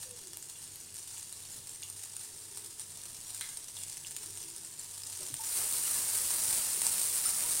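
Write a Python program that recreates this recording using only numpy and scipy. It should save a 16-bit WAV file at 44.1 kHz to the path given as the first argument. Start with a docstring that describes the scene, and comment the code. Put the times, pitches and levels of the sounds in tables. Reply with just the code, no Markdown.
"""Ghee melting in a hot pan

Water boils out of a lump of ghee in small bursting bubbles, made of short cracks and ringing cavities.
Lone louder spits stand out, and a spoon clinks and rubs off to the side as a set of ringing metal tones.
Then a wooden spatula clicks down and, in tiny random slips, smears the fat: the crackle swells to a sizzle.
Behind it lie the filtered-noise rumble of a small kitchen, a low hum and faint far tones."""
import sys
import numpy as np
from scipy import signal
from scipy.fft import rfft, irfft
from scipy.io import wavfile
from scipy.ndimage import uniform_filter1d

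SR = 44100
rng = np.random.default_rng(int(sys.argv[2]) if len(sys.argv) > 2 else 0)


def unload_audio(sound):
    """Save the sound as a 16-bit wav file, at the path given as the first command line argument."""
    columns = np.transpose(np.atleast_2d(sound))
    # keep every value between -1 and 1, then stretch to whole-number steps
    steps = np.round(np.clip(columns, -1, 1) * 32767)
    wavfile.write(sys.argv[1], SR, steps.astype(np.int16))


N = 335157
T = np.arange(N) / SR  # time of each sample, in seconds
TOP_HZ = 15800  # upper limit of the sound

# tone balance of the melting fat: pitch_hz, level_db (relative)
MELT_COLOUR = [(200, -44), (700, -18), (1300, -18), (2400, -16.8), (4000, -11), (5200, -9), (6500, -10),
               (8100, -4.5), (8950, 0), (9500, -4.5), (10100, -5), (10900, -13), (13000, -13.5),
               (16000, -18.5)]
# moments when water seeps out and boils harder: start_s, length_s (until it fades), level_db
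SURGES = [(-.02, 0.047, -47), (.73, 0.029, -50), (1.07, .18, -49), (1.48, 0.037, -47.5), (2.3, .12, -54),
          (3.26, 0.13, -48), (3.76, .04, -45), (3.88, 0.061, -49), (4.2, 0.21, -48), (4.8, 0.12, -49),
          (5.06, 0.42, -45.5)]
# the crackle grows as the pool of fat spreads: first and full level, time constant
MELT_FIRST_DB, MELT_FULL_DB, POOL_S = -52.5, -48, 0.89
# small bubbles that flare after each spit or tick: level against its listed level, decay time
FLURRY_DB, FLURRY_S = -23.5, 0.039


def melting():
    """Sparse crackle over a fine fizz: it grows with the pool, surges, and flares after each spit or tick."""
    growth_db = MELT_FULL_DB + (MELT_FIRST_DB - MELT_FULL_DB) * np.exp(-T / POOL_S)
    pool = undb(growth_db + 0.8 * walk(30.05))
    surges = swells(SURGES, attack_s=0.007, release_s=0.039)
    flurry_rows = [(start_s, 0, level_db + FLURRY_DB) for start_s, level_db, *_ in SPITS_AND_TICKS]
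    flurries = swells(flurry_rows, attack_s=0.0022, release_s=FLURRY_S)
    flurries = flurries * (1 - covered())  # gone once the fat is smeared out
    crackle = boil(rate=700, spread_db=6.0, limit_db=13.0, tear_s=0.0012, ring_db=-6,
                   cycles=27.6, cavity_hz=7543, bunch_db=2.1)
    fizz = undb(-3.5) * rng.standard_normal(N)
    loudness = np.sqrt(pool ** 2 + surges ** 2 + flurries ** 2)
    return unit(colour(crackle + fizz, MELT_COLOUR)) * loudness


# single loud bubbles, and two ticks made the same way: at 3.410 s the bright tick of the spoon's clink,
# at 5.341 s the click of the spatula touching down. Columns: start_s,
# level_db (about the peak, before pan and kitchen), ring_hz (for a bubble, its cavity),
# ring_db (ring, relative), snap_db (low snap, relative)
SPITS_AND_TICKS = [(0.110, -30.5, 10460, 7, -23), (0.333, -30, 5510, -9, -21), (0.371, -28, 13400, -1, -36),
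                   (0.426, -27, 7260, -1, -28), (0.499, -28, 8800, -5, -27), (0.758, -30.5, 12000, 6, -31),
                   (0.943, -28, 11020, 4, -25), (1.111, -32, 6750, 0, -28), (1.180, -27.5, 7410, -2, -25),
                   (1.326, -28, 9070, -1, -23), (1.694, -28, 7580, 4, -29), (1.821, -29.5, 8720, -3, -22),
                   (1.834, -26, 6760, -3, -13), (1.900, -27, 8900, -3, -26), (2.166, -24.5, 8950, -7, -14),
                   (2.573, -24, 9100, -13, -11), (2.796, -26.5, 8940, 2, -22),
                   (3.347, -24.5, 8740, -6, -13), (3.410, -21.5, 9650, -5, -20),
                   (3.490, -30, 8860, -6, -22), (3.572, -24, 8660, -3, -18), (3.835, -23.5, 8250, -2, -29),
                   (3.970, -27.5, 9400, -1, -22), (4.069, -26.5, 7440, -2, -15),
                   (4.165, -22.5, 7030, -5, -17), (4.260, -29, 8800, -1, -23), (4.374, -26, 8530, -5, -32),
                   (4.563, -26.5, 8600, -4, -21), (4.648, -30.5, 7750, 3, -33), (4.795, -27, 7360, 4, -26),
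                   (5.035, -26, 5030, 0, -19), (5.162, -33, 6840, 5, -25), (5.341, -20.5, 9000, -2, -15),
                   (6.306, -17, 10250, -4, -24), (6.528, -18.5, 8000, 0, -35),
                   (6.818, -14.5, 8440, -21, -29), (6.867, -9.8, 8380, -1, -33),
                   (7.015, -17.5, 8300, -1, -21)]


def spits_and_ticks():
    """Lone bubbles burst as dry snaps or ringing pips; the spoon's tick and spatula's click work alike."""
    out = np.zeros(N)
    for start_s, level_db, ring_hz, ring_db, snap_db in SPITS_AND_TICKS:
        burst = bubbles(np.array([ring_hz]), np.array([0.0012]), ring_db=ring_db, cycles=16, size=500)[0]
        pop = colour(burst, MELT_COLOUR)
        snap = resonate(burst, [(2470, 5400, 0)])  # a broad low resonance
        pop = pop / np.abs(pop).max()
        snap = undb(snap_db) * snap / np.abs(snap).max()
        add(out, start_s, undb(level_db) * (pop + snap) / (1 + undb(snap_db)))
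    return out


# pushes of the spatula: start_s, length_s (until it fades), scrape_db, extra_sizzle_db
STROKES = [(5.186, .04, -53.5, -60), (5.546, 0.065, -52, -40), (5.853, .08, -58, -37.5),
           (5.93, .04, -47.5, -46), (6.08, .11, -55, -40), (6.31, .05, -55, -41), (6.458, 0.12, -50, -33.5),
           (6.816, 0.064, -49, -38), (6.96, .12, -59, -39), (7.208, .09, -57, -40),
           (7.39, 0.11, -50, -38.5)]
STROKE_ATTACK_S, STROKE_RELEASE_S = 0.025, 0.038
# tone balance of the smeared fat: pitch_hz, level_db (relative)
SMEAR_COLOUR = [(150, -26), (700, -21), (2000, -18), (3400, -17.5), (4300, -12.3), (6400, -13), (7700, -8),
                (8900, -1.5), (9900, -4.5), (11200, -11.5), (13000, -11.5), (16000, -14)]
# fat meets fresh metal: start, time to cover it, steady sizzle level once covered
SMEAR_S, SPREAD_S, SIZZLE_DB = 5.327, 0.23, -34
# the finest spray thins as water boils off: level at SMEAR_S before the covered share, fall
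SPRAY_DB, SPRAY_FADE_DB_PER_S = -44.5, 6


def smeared():
    """A thin film boils all over: dense bubbles flare at each push, under a fine spray that thins out."""
    flare_rows = [(start_s, length_s, sizzle_db) for start_s, length_s, _, sizzle_db in STROKES]
    flares = swells(flare_rows, STROKE_ATTACK_S, STROKE_RELEASE_S)
    sizzle_loudness = np.hypot(undb(SIZZLE_DB + 0.5 * walk(16)), flares)
    spray_loudness = undb(SPRAY_DB - SPRAY_FADE_DB_PER_S * np.maximum(T - SMEAR_S, 0))
    crackle = boil(rate=3200, spread_db=3.5, limit_db=8.5, tear_s=0.00052, ring_db=-10,
                   cycles=22.5, cavity_hz=8380, bunch_db=0.42)
    sizzle = unit(colour(crackle, SMEAR_COLOUR))
    spray = unit(colour(rng.standard_normal(N), [(8000, -26), (10000, -14), (11500, 0), (16000, -3)]))
    return covered() ** 1.4 * (sizzle_loudness * sizzle + spray_loudness * spray)


def covered():
    """Share of the hot metal that the spatula has coated with fat, growing steadily from 0 to 1."""
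    return np.clip((T - SMEAR_S) / SPREAD_S, 0, 1)


# tone balance of the scraping wood: pitch_hz, level_db (relative)
SCRAPE_COLOUR = [(60, -1.5), (150, -2.5), (400, -2), (650, -3.5), (950, -2), (1800, -6.5), (3000, -5.5),
                 (5000, -13)]
# knocks and short squeaks, one row per tone: start_s, level_db (before a 5.5 dB cut),
# pitch_hz, length_s (loudest halfway)
RUBS = [(5.195, -46.5, 364, 0.032), (5.2, -51.5, 530, 0.026), (5.302, -43, 315, 0.0094),
        (5.322, -42, 126, 0.018), (5.391, -40.5, 890, 0.018), (5.85, -34.5, 2890, 0.0078),
        (5.952, -42, 974, 0.012), (5.953, -42, 1750, 0.007), (7.252, -37, 1330, 0.0094),
        (7.253, -33, 5280, 0.009), (7.254, -19, 9170, .012)]
DRAG_DB = -55  # light rubbing between pushes, once the metal is covered


def spatula():
    """Wood slides on the greasy coating in tiny slips, harder at each push; at times it knocks or squeaks."""
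    push_rows = [(start_s, length_s, scrape_db) for start_s, length_s, scrape_db, _ in STROKES]
    pushes = swells(push_rows, STROKE_ATTACK_S, STROKE_RELEASE_S)
    slip_now = rng.random(N) < 2500 / SR  # about 2500 slips per second
    slips = rng.standard_normal(N) * slip_now * undb(2.0 * walk(60))
    out = unit(colour(slips, SCRAPE_COLOUR)) * np.hypot(undb(DRAG_DB) * covered(), pushes)
    t = np.arange(SR // 4) / SR
    for start_s, level_db, pitch_hz, length_s in RUBS:
        age = t / (length_s / 2)
        envelope = age * np.exp(1 - age)
        # the grip is uneven, so the pitch scatters
        turns = np.cumsum(pitch_hz + 45 * walk(900)[:len(t)]) / SR
        add(out, start_s, undb(level_db - 5.5) * envelope * np.sin(2 * np.pi * turns))
    return out


# light clinks of the spoon, perhaps on the ghee jar: start_s, level_db (peak, before the kitchen),
# centre_hz (tones near this ring most), ring_s (time to fall by 60 dB)
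CLINKS = [(0.19, -50, 3450, .3), (0.555, -49, 2920, 0.27), (0.885, -54, 2900, 0.25),
          (1.17, -46, 2880, 0.19), (1.827, -37, 5200, .05), (1.828, -35.5, 3000, 0.14),
          (3.412, -36, 1900, 0.33), (3.412, -33, 4200, 0.22), (3.769, -37, 3400, 0.26),
          (4.047, -37, 3050, 0.17)]
# tones the spoon can ring with: pitch_hz, level_db (relative)
SPOON_TONES = [(1620, -4), (1740, -6), (2080, 0), (2420, -7), (2835, -5), (3070, -9), (3400, -4.5),
               (3990, -7.5), (4260, -15), (4940, -14), (6240, -1)]


def spoon():
    """Light clinks: tones round the centre of the blow ring cleanly and buzz while the metal chatters."""
    out, t = np.zeros(N), np.arange(SR // 2) / SR
    hz, tone_db = np.transpose(SPOON_TONES)
    for start_s, level_db, centre_hz, ring_s in CLINKS:
        weight = undb(tone_db) * np.exp(-(np.log(hz / centre_hz) / 0.2) ** 2)
        ring = weight @ np.sin(2 * np.pi * (hz[:, None] * t + rng.random((len(hz), 1))))
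        # each buzz is noise passed twice through a resonance 400 Hz wide
        buzzes = []
        for f in hz:
            once = resonate(rng.standard_normal(len(t)), [(f, 400, 0)])
            buzzes.append(unit(resonate(once, [(f, 400, 0)])))
        buzz = weight @ buzzes
        ringing = (ring + undb(-4) * buzz) * 1000 ** (-t / ring_s)
        chatter = undb(14.5) * buzz * np.exp(-t / 0.0022)
        clink = ringing + chatter
        add(out, start_s, undb(level_db) * clink / np.abs(clink).max())
    return out


# tones of a thin metallic ring: pitch_hz, level_db (relative)
RING_TONES = [(2848, -77), (3375, -79), (4247, -75), (4603, -74), (5830, -74), (6368, -73), (6675, -69)]
# the ring, already begun at the opening: start, time until it fades, level, width of its tones
RING_S, RING_LENGTH_S, RING_DB, RING_WIDTH_HZ = -0.02, 1.25, -63.5, 35


def rubbed_metal():
    """Uneven rubbing, perhaps of a utensil off to the side, keeps a few thin metal tones ringing."""
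    tones = [(pitch_hz, RING_WIDTH_HZ, level_db) for pitch_hz, level_db in RING_TONES]
    rub = rng.standard_normal(N) * undb(2 * walk(19.8))
    envelope = swell(RING_S, RING_LENGTH_S, attack_s=0.02, release_s=0.08)
    return undb(RING_DB) * unit(resonate(rub, tones)) * envelope


# tone balance of the room rumble: pitch_hz, level_db (relative)
ROOM_COLOUR = [(20, -2), (55, -7.5), (85, -0.5), (120, -0.5), (148, 2), (190, -5.5), (300, -6.5), (500, -9),
               (700, -16.5), (1500, -16.5), (5000, -17), (16000, -46)]


def background():
    """Filtered noise makes the room rumble; a low hum and faint far tones join it."""
    rumble = undb(-63.2) * unit(colour(rng.standard_normal(N), ROOM_COLOUR)) * undb(1.0 * walk(4.8))
    return rumble + hum() + glide() + drone()


# the low hum: pitch, level, greatest swing of its wavering
HUM_HZ, HUM_DB, HUM_WAVER_DB = 96.4, -67, 6.0


def hum():
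    """One low tone whose pitch and level waver at random."""
    turns = np.cumsum(HUM_HZ + 2.33 * walk(14)) / SR
    waver = undb(HUM_WAVER_DB * np.tanh(walk(12)))
    return undb(HUM_DB) * unit(np.sin(2 * np.pi * turns) * waver)


# the gliding tone: top and final pitch, time of the top, time scale of the fall
GLIDE_TOP_HZ, GLIDE_END_HZ, GLIDE_TOP_S, GLIDE_FALL_S = 520, 330, 0.06, 0.17
GLIDE_DB, GLIDE_HOLD_S = -64.5, 0.26  # level before echoes and time until it fades


def glide():
    """A faint far tone arches over and sinks, with a shaky pitch and echoes."""
    arch = np.exp(-((T - GLIDE_TOP_S) / GLIDE_FALL_S) ** 2)
    pitch_hz = GLIDE_END_HZ + (GLIDE_TOP_HZ - GLIDE_END_HZ) * arch
    turns = np.cumsum(pitch_hz * (1 + 0.0603 * walk(249.7))) / SR
    tone = unit(np.sin(2 * np.pi * turns) * undb(3.6 * walk(60)))
    envelope = swell(0, GLIDE_HOLD_S, attack_s=0.087, release_s=0.12)
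    return kitchen(undb(GLIDE_DB) * envelope * tone, t60=0.4, wet_db=-1)


# notes of the drone: pitch_hz, width_hz, level_db (relative); width and level are for one of two passes
FAR_NOTES = [(338.2, 20, 1.5), (395.8, 17, 1.5), (422.7, 22, -1.6)]
# times the drone swells: start_s, length_s (until it fades), level_db
DRONE_SWELLS = [(2.2, 0.51, -67.5), (4.13, .42, -65)]
DRONE_DB = -74  # resting level


def drone():
    """Noise passed twice through narrow resonances makes a faint far chord that swells."""
    notes = unit(resonate(resonate(rng.standard_normal(N), FAR_NOTES), FAR_NOTES))
    return np.hypot(undb(DRONE_DB), swells(DRONE_SWELLS, attack_s=0.066, release_s=0.1)) * notes


def bubbles(hz, tear_s, ring_db, cycles, size=300):
    """One row per bubble: the film tears with a brief crack and the open cavity rings for a few cycles."""
    t = np.arange(size) / SR
    crack = rng.standard_normal((len(hz), size)) * np.exp(-(t / tear_s[:, None]) ** 2)
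    turns = hz[:, None] * t
    ring = np.sin(2 * np.pi * turns) * np.exp(-turns / cycles)
    return crack + undb(ring_db) * ring


def boil(rate, spread_db, limit_db, tear_s, ring_db, cycles, cavity_hz, bunch_db):
    """A stream of bubbles (rate per second), many small and few large, that come in bunches; rms 1."""
    count = int(rate * T[-1])
    start = rng.integers(0, N, count)
    size_db = np.minimum(spread_db * rng.exponential(size=count), limit_db)
    size_db = size_db + bunch_db * walk(60)[start]
    pitch_chance, tear_chance = rng.standard_normal((count, 2)).T
    hz = np.clip(cavity_hz * np.exp(0.2386 * pitch_chance), 1000, TOP_HZ)
    grains = bubbles(hz, tear_s * np.exp(0.71 * tear_chance), ring_db, cycles)
    grains = grains * undb(size_db)[:, None]
    # add every bubble's samples at their places in time
    places = start[:, None] + np.arange(grains.shape[1])
    return unit(np.bincount(places.ravel(), grains.ravel())[:N])


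def kitchen(x, t60, wet_db, count=8):
    """Hard nearby walls add a short diffuse tail; sound comes from changing spots with their own echoes."""
    t = np.arange(SR // 3) / SR
    fade = np.exp(-np.log(1000) * t / t60) * np.clip(t / 0.0011, 0, 1)
    wet = np.zeros(N)
    for _ in range(count):
        tail = rng.standard_normal(len(t)) * fade
        wet += signal.oaconvolve(x * walk(40), tail / np.linalg.norm(tail))[:N]
    return x + undb(wet_db) * wet / np.sqrt(count)


def swell(s, length_s, attack_s, release_s):
    """Loudness curve that starts rising at s, starts fading length_s later and dies away."""
    rise = np.clip((T - s) / attack_s, 0, 1)
    return rise * np.exp(-np.maximum(T - s - length_s, 0) / release_s)


def swells(rows, attack_s, release_s):
    """Joint loudness curve of (start_s, length_s, level_db) rows; their powers add."""
    powers = [(undb(db) * swell(s, length_s, attack_s, release_s)) ** 2 for s, length_s, db in rows]
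    return np.sqrt(sum(powers))


def walk(rate):
    """Smooth random drift with rms 1, taking about `rate` new random steps per second."""
    k = max(int(SR / rate), 2)
    steps = np.repeat(rng.standard_normal(N // k + 1), k)
    return unit(uniform_filter1d(uniform_filter1d(steps, k), k)[:N])


def colour(x, points):
    """Causal filter with a spectrum of (pitch_hz, level_db) points, so that clicks stay sharp."""
    size = 4096
    hz, db = np.transpose(points)
    f = np.maximum(np.fft.rfftfreq(size, 1 / SR), 1)
    # folding the cepstrum puts the filter's energy as early as possible (minimum phase)
    cepstrum = irfft(np.log(undb(np.interp(np.log(f), np.log(hz), db))))
    cepstrum[1:size // 2] *= 2
    cepstrum[size // 2 + 1:] = 0
    return signal.fftconvolve(x, irfft(np.exp(rfft(cepstrum))))[:len(x)]


def resonate(x, modes):
    """Sum of resonances, each (pitch_hz, width_hz, level_db)."""
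    return sum(undb(db) * signal.lfilter(*signal.iirpeak(hz, hz / width, fs=SR), x) for hz, width, db in modes)


def undb(db):
    """Decibels to gain."""
    return 10 ** (np.asarray(db) / 20)


def unit(x):
    """Scale to rms 1."""
    return x / np.sqrt(np.mean(x ** 2))


def add(out, s, sound):
    """Mix a sound in at a time in seconds."""
    i = max(int(s * SR), 0)
    out[i:i + len(sound)] += sound[:max(N - i, 0)]


# ringing tones of the pan: pitch_hz, width_hz, level_db (relative)
PAN_TONES = [(922, 73, 4), (1770, 59, -1), (2800, 140, -6), (3400, 50, -5), (5800, 100, -18),
             (7020, 89, -1.5), (7200, 52, -7)]


def scene():
    """The melting, spits, ticks and stirring also ring the pan; both channels carry the same sound."""
    lump = melting() + spits_and_ticks()
    stirring = smeared() + spatula()
    lump_ring = undb(-4) * resonate(lump, PAN_TONES)
    stirring_ring = undb(-13) * resonate(stirring, PAN_TONES)
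    pan = lump + lump_ring + stirring + stirring_ring
    mono = kitchen(pan + spoon() + rubbed_metal(), t60=0.45, wet_db=-4.5) + background()
    return np.array([mono, mono])


def record(dry):
    """A steep low-pass filter cuts the sound above TOP_HZ."""
    return signal.sosfilt(signal.ellip(12, 0.1, 80, TOP_HZ, fs=SR, output="sos"), dry)


dry = scene()
out = record(dry)
unload_audio(out)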